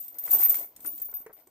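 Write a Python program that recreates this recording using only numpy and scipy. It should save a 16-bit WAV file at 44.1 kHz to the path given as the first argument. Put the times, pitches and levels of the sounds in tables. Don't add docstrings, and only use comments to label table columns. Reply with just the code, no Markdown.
import sys
import numpy as np
from scipy import signal
from scipy.fft import rfft, irfft, next_fast_len
from scipy.io import wavfile
from scipy.ndimage import map_coordinates

SR = 44100
rng = np.random.default_rng(int(sys.argv[2]) if len(sys.argv) > 2 else 0)


def int16_out(signal):
    q = np.round(np.clip(np.atleast_2d(signal).T, -1, 1) * 32767)
    wavfile.write(sys.argv[1], SR, q.astype(np.int16))


N = 66150
STEEL_WIDTH, WOOD_WIDTH, WIND_WIDTH = 0.74, 0.41, 0.16
SIDES = np.array([[1], [-1]])


def amp(db):
    return 10 ** (np.asarray(db) / 20)


def unit(x):
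    return x / np.sqrt(np.mean(x ** 2) + 1e-20)


def fade(t, t60):
    return np.exp(-np.log(1000) * t / t60)


def rise(t, attack_s):
    return 1 - np.exp(-t / attack_s)


def add(out, start_s, x):
    i = min(max(round(start_s * SR), 0), N - 1)
    out[:, i:i + x.shape[1]] += x[:, :N - i]


def colour(x, points, tilt=0):
    m = 2 * next_fast_len(x.shape[1])
    octave = np.log2(np.fft.rfftfreq(m, 1 / SR) + 1)
    hz, db = np.transpose(points)
    gain = unit(amp(np.interp(octave, np.log2(hz), db + tilt * np.log2(hz))))
    cepstrum = irfft(np.log(np.maximum(gain, 1e-6)))
    cepstrum[1:m // 2] *= 2
    cepstrum[m // 2 + 1:] = 0
    return irfft(rfft(x, m) * np.exp(rfft(cepstrum)), m)[:, :x.shape[1]]


def noise(count, width):
    mid, side = rng.standard_normal((2, count))
    return mid + width * side * SIDES


def panned(x, db):
    return x * amp(db * SIDES)


def contacts(curve, per_s, scatter_db):
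    jitter, chance = rng.random((int(per_s * N / SR), 2)).T
    times = (np.arange(len(jitter)) + 2 * jitter) / per_s
    size = unit(amp(scatter_db * np.minimum(-np.log(1 - chance), np.pi)))
    return zip(times, size * amp(np.interp(times, *np.transpose(curve))))


# frequency_hz, level_db
WIND_SPECTRUM = [(20, -33), (60, 4), (130, 0), (280, 5.5), (600, -4.5), (1300, -25.5), (3000, -13.5),
                 (8000, -17.5), (16000, -89)]
def wind(level_db=-72.5, swell_db=4):
    swell = map_coordinates(rng.standard_normal(12), [np.linspace(0, 10, N)])
    return amp(level_db + swell_db * swell) * colour(noise(N, WIND_WIDTH), WIND_SPECTRUM)


def ring(t, hz, t60):
    phase = STEEL_WIDTH * rng.uniform(0.82, 1) * rng.choice([-1, 1]) * SIDES
    return np.sqrt(2) * np.sin(2 * np.pi * hz * t + phase) * fade(t, t60) * rise(t, 0.00071)


def tick(t, rebound_s=0.00405, attack_s=.0002, chink_hz=8500):
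    since_rebound = np.maximum(t - rebound_s * rng.uniform(0.518, 1), 0)
    touch, rebound = (fade(age, t60=0.0036) * rise(age, attack_s) for age in (t, since_rebound))
    chatter = amp(-8.5) * fade(t, t60=0.036) * rise(t, rebound_s / 2)
    crack = noise(len(t), STEEL_WIDTH) * (touch + amp(-1) * rebound + chatter)
    chinks = sum(ring(t, chink_hz * np.exp(.15 * z), t60=.03) for z in rng.standard_normal(size=3))
    return crack + amp(-9) * chinks / 2 * rise(t, attack_s)


# frequency_hz, level_db
TICK_SPECTRUM = [(1000, -15.5), (2800, -14.5), (5300, -11.5), (7000, -5.5), (8600, -2.5), (10500, -6),
                 (12700, -3.5), (14000, 7), (15200, 2.5), (16000, -30)]
def steel_response(ticks):
    return colour(ticks, TICK_SPECTRUM)


LINK_MODES_HZ = [13835, 14165, 14850]
LINK_DECAYS_S = [0.21, 0.05, 0.37]
SECOND_MODE_DB, RING_PAN_DB = -2, 2.5
# time_s, level_db
SHAKING = [(0, -38), (.05, -43.5), (.17, -59.5), (.21, -46), (.29, -32), (.32, -26), (.42, -23.5),
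           (.47, -32), (.52, -28.5), (.55, -26.5), (.62, -34.5), (.71, -64.5), (.79, -60), (.84, -38),
           (.9, -41.5), (.96, -43), (1.09, -76), (1.19, -48), (1.25, -85.5), (1.37, -55), (1.5, -74)]
def rattle(per_s=260, heap_damping=0.67, detune=.0048):
    def share(x):
        return x / np.sqrt(np.sum(x ** 2) / 2 * per_s / SR)

    rings, ticks = np.zeros((2, 2, N))
    t = np.arange(SR // 6) / SR
    modes = list(zip(LINK_MODES_HZ, [0, SECOND_MODE_DB, -14], LINK_DECAYS_S))
    for start_s, gain in contacts(SHAKING, per_s, scatter_db=2.8):
        link = sum(amp(db) * ring(t, hz * (1 + detune * rng.normal()), t60 * heap_damping)
                   for hz, db, t60 in modes)
        add(rings, start_s, gain * share(link))
        add(ticks, start_s, gain * share(tick(t[:len(t) // 4])))
    return amp(-2.5) * panned(rings, RING_PAN_DB) + amp(-13) * panned(steel_response(ticks), db=-0.07)


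# time_s, level_db
DRAGGING = [(0, -73.5), (.11, -74), (.15, -63), (.2, -69.5), (.26, -59.5), (.33, -54), (.47, -56.5),
            (.62, -54), (.66, -70), (.73, -73.5), (.82, -71.5), (.87, -64.5), (.96, -74), (1.05, -82),
            (1.13, -70), (1.35, -74.5), (1.38, -66), (1.42, -68), (1.46, -84.5)]
# frequency_hz, level_db
JOIST_SPECTRUM = [(60, -15.5), (170, -14.5), (260, 0.5), (480, -0.5), (800, 2), (1350, -7.5), (1850, -6),
                  (2180, -0.5), (2750, -12), (5000, -8.5), (9000, -19)]
def drag(per_s=300, clack_hz=850, decay_cycles=11):
    out, t = np.zeros((2, N)), np.arange(SR // 25) / SR
    for start_s, gain in contacts(DRAGGING, per_s, scatter_db=2):
        hz = clack_hz * np.exp(.66 * np.clip(rng.normal(), -2, 2))
        clack = np.sin(2 * np.pi * hz * t) * fade(t, decay_cycles / hz)
        burst = noise(len(t), WOOD_WIDTH) * fade(t, t60=.016)
        bump = amp(-3.5) * unit(burst) + amp(-9) * unit(clack)
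        add(out, start_s, gain * bump * np.sqrt(SR / per_s / len(t)))
    return colour(out, JOIST_SPECTRUM)


def flutter(t, depth_db=3, per_s=90):
    knots = rng.standard_normal(int(t[-1] * per_s) + 2)
    return unit(amp(depth_db * map_coordinates(knots, [t * per_s])))


# start_s, tick_db, lower_ring_db, upper_ring_db
LINK_STRIKES = [(.001, -53.5, -38.5, -53), (0.032, -59, -38, -55), (.081, -43.5, -42, -56),
                (.143, -50.5, -46, -54.5), (.185, -39.5, -31, -46), (.237, -48, -31.5, -49),
                (0.251, -41.5, -33, -41), (.262, -39.5, -41, -46), (.308, -36.5, -21, -30),
                (0.315, -35, -22.5, -31), (.331, -34, -18.5, -25), (.356, -36.5, -27, -37),
                (0.388, -32.5, -32, -47), (0.406, -29, -24.5, -40), (0.426, -38, -27, -38),
                (.433, -40, -18, -31), (0.484, -45, -24.5, -42), (.495, -36, -18, -40),
                (0.501, -30.5, -20, -36), (.507, -32, -44, -37), (.543, -31.5, -38, -45),
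                (0.763, -42.5, -79, -83), (0.804, -47.5, -58, -56), (.861, -38, -39, -55),
                (.872, -52, -38, -32.5), (.978, -45, -49, -43.5), (0.999, -43, -61, -71),
                (1.017, -45.5, -31, -41), (1.054, -48.5, -38, -38.5), (1.113, -51.5, -45.5, -69),
                (1.139, -46.5, -36.5, -37), (1.165, -62, -37, -49), (1.213, -53.5, -49.5, -69),
                (1.329, -55.5, -48, -64), (1.471, -54, -74, -97)]
def clinks(free_detune=.0025, held_detune=.0048):
    rings, ticks = np.zeros((2, 2, N))
    t = np.arange(SR // 3) / SR
    gaps = np.diff([row[0] for row in LINK_STRIKES], append=N / SR)
    for (start_s, tick_db, lower_db, upper_db), gap_s in zip(LINK_STRIKES, gaps):
        choke = fade(np.maximum(t - gap_s, 0), t60=0.14)
        add(ticks, start_s, 2 * amp(tick_db) * tick(t))
        levels_db = [lower_db, lower_db + SECOND_MODE_DB, upper_db]
        for hz, db, t60 in zip(LINK_MODES_HZ, levels_db, LINK_DECAYS_S):
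            free = ring(t, hz * (1 + free_detune * rng.normal()), t60) * flutter(t) * choke
            held = ring(t, hz * (1 + held_detune * rng.normal()), t60=.06)
            add(rings, start_s, amp(db) * (free + amp(-4) * held))
    return panned(rings, RING_PAN_DB) + steel_response(ticks)


# start_s, level_db
SHACKLE_STRIKES = [(.185, -51), (.862, -42), (.868, -45)]
# pitch_hz, level_db, t60_s
SHACKLE_PARTIALS = [(5660, -14, 0.027), (9170, 5, 0.061), (9380, 1, 0.045), (11800, 5, 0.029)]
def shackle(split=0.0027):
    out, t = np.zeros((2, N)), np.arange(SR // 3) / SR
    for start_s, level_db in SHACKLE_STRIKES:
        tone = 0
        for hz, db, t60 in SHACKLE_PARTIALS:
            mode = ring(t, hz, t60)
            twin = ring(t, hz * (1 + split * rng.normal()), t60 / 2)
            tone += amp(db) * (mode + .5 * twin)
        crack = amp(1.5) * noise(len(t), STEEL_WIDTH) * fade(t, t60=0.004)
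        add(out, start_s, amp(level_db) * (tone + crack))
    return panned(out, RING_PAN_DB)


# start_s, thud_db, tilt_db_per_octave, pitch_hz, note_db
TIMBER_KNOCKS = [(.277, -36.5, 7.5, 1184, -38), (.331, -40, 2, 883, -39.5), (.346, -40.5, -3, 519, -37),
                 (.358, -60, 7.5, 2250, -43.5), (.374, -61, -2, 744, -41.5), (.398, -41, 1, 354, -44.5),
                 (0.422, -39.5, 6, 2210, -31.5), (.459, -39, 8.5, 2170, -47), (0.51, -45, 5.5, 96, -69.5),
                 (0.543, -43.5, 5.5, 2180, -31.5), (0.792, -66, 2, 261, -55.5),
                 (0.848, -47, 3, 296.5, -45.5), (.863, -67.5, -8, 417, -48.5), (.934, -73, 0, 301, -50.5),
                 (0.994, -61.5, 1.5, 470, -56.5), (1.03, -60, 8, 2010, -54), (1.086, -55, 1, 797, -57.5),
                 (1.126, -53.5, -1, 1320, -53.5), (1.202, -61.5, -2, 254, -53.5),
                 (1.263, -43, 6.5, 448.4, -38), (1.294, -49, -4, 474, -52), (1.47, -60.5, -3.5, 361, -52)]
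# frequency_hz, level_db
THUD_SPECTRUM = [(50, -23.5), (150, -11.5), (450, 8), (1000, 6), (2300, -2.5), (3500, -33.5), (8000, -30)]
def knocks(decay_cycles=26.2):
    out, t = np.zeros((2, N)), np.arange(SR // 6) / SR
    for start_s, thud_db, tilt, hz, note_db in TIMBER_KNOCKS:
        note = np.sin(2 * np.pi * hz * t) * fade(t, decay_cycles / hz) * rise(t, 0.00053)
        thud_t60_s = 0.063 * 2 ** (-0.13 * tilt)
        push = noise(len(t), WOOD_WIDTH) * fade(t, thud_t60_s) * rise(t, 0.001)
        add(out, start_s, amp(note_db) * note + amp(thud_db) * colour(push, THUD_SPECTRUM, tilt))
    return out


def deck(x, width, scatter_db=-5):
    t = np.arange(SR // 4) / SR
    tail = noise(len(t), width) * fade(t, t60=0.11)
    reflections = signal.fftconvolve(x, tail / np.linalg.norm(tail[0]), axes=1)[:, :N]
    return x + amp(scatter_db) * reflections


# frequency_hz, pan_db
TIMBER_PAN = [(300, -0.9), (1000, 1.1), (2200, 2)]
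def off_centre(wood, left_lag_s=.00007):
    m = next_fast_len(N + SR // 2)
    hz = np.fft.rfftfreq(m, 1 / SR)
    gain = amp(SIDES * np.interp(hz, *np.transpose(TIMBER_PAN)))
    delay = np.exp(-1j * np.pi * hz * left_lag_s * SIDES)
    return irfft(rfft(wood, m) * gain * delay, m)[:, :N]


def scene():
    air = wind()
    wood = deck(knocks() + drag(), WOOD_WIDTH)
    steel = deck(clinks() + shackle() + rattle(), STEEL_WIDTH)
    return air + off_centre(wood) + steel


def record(dry, top_hz=15700):
    m = next_fast_len(N + SR // 2)
    passband = np.fft.rfftfreq(m, 1 / SR) < top_hz
    return irfft(rfft(dry, m) * passband, m)[:, :N]


dry = scene()
out = record(dry)
int16_out(out)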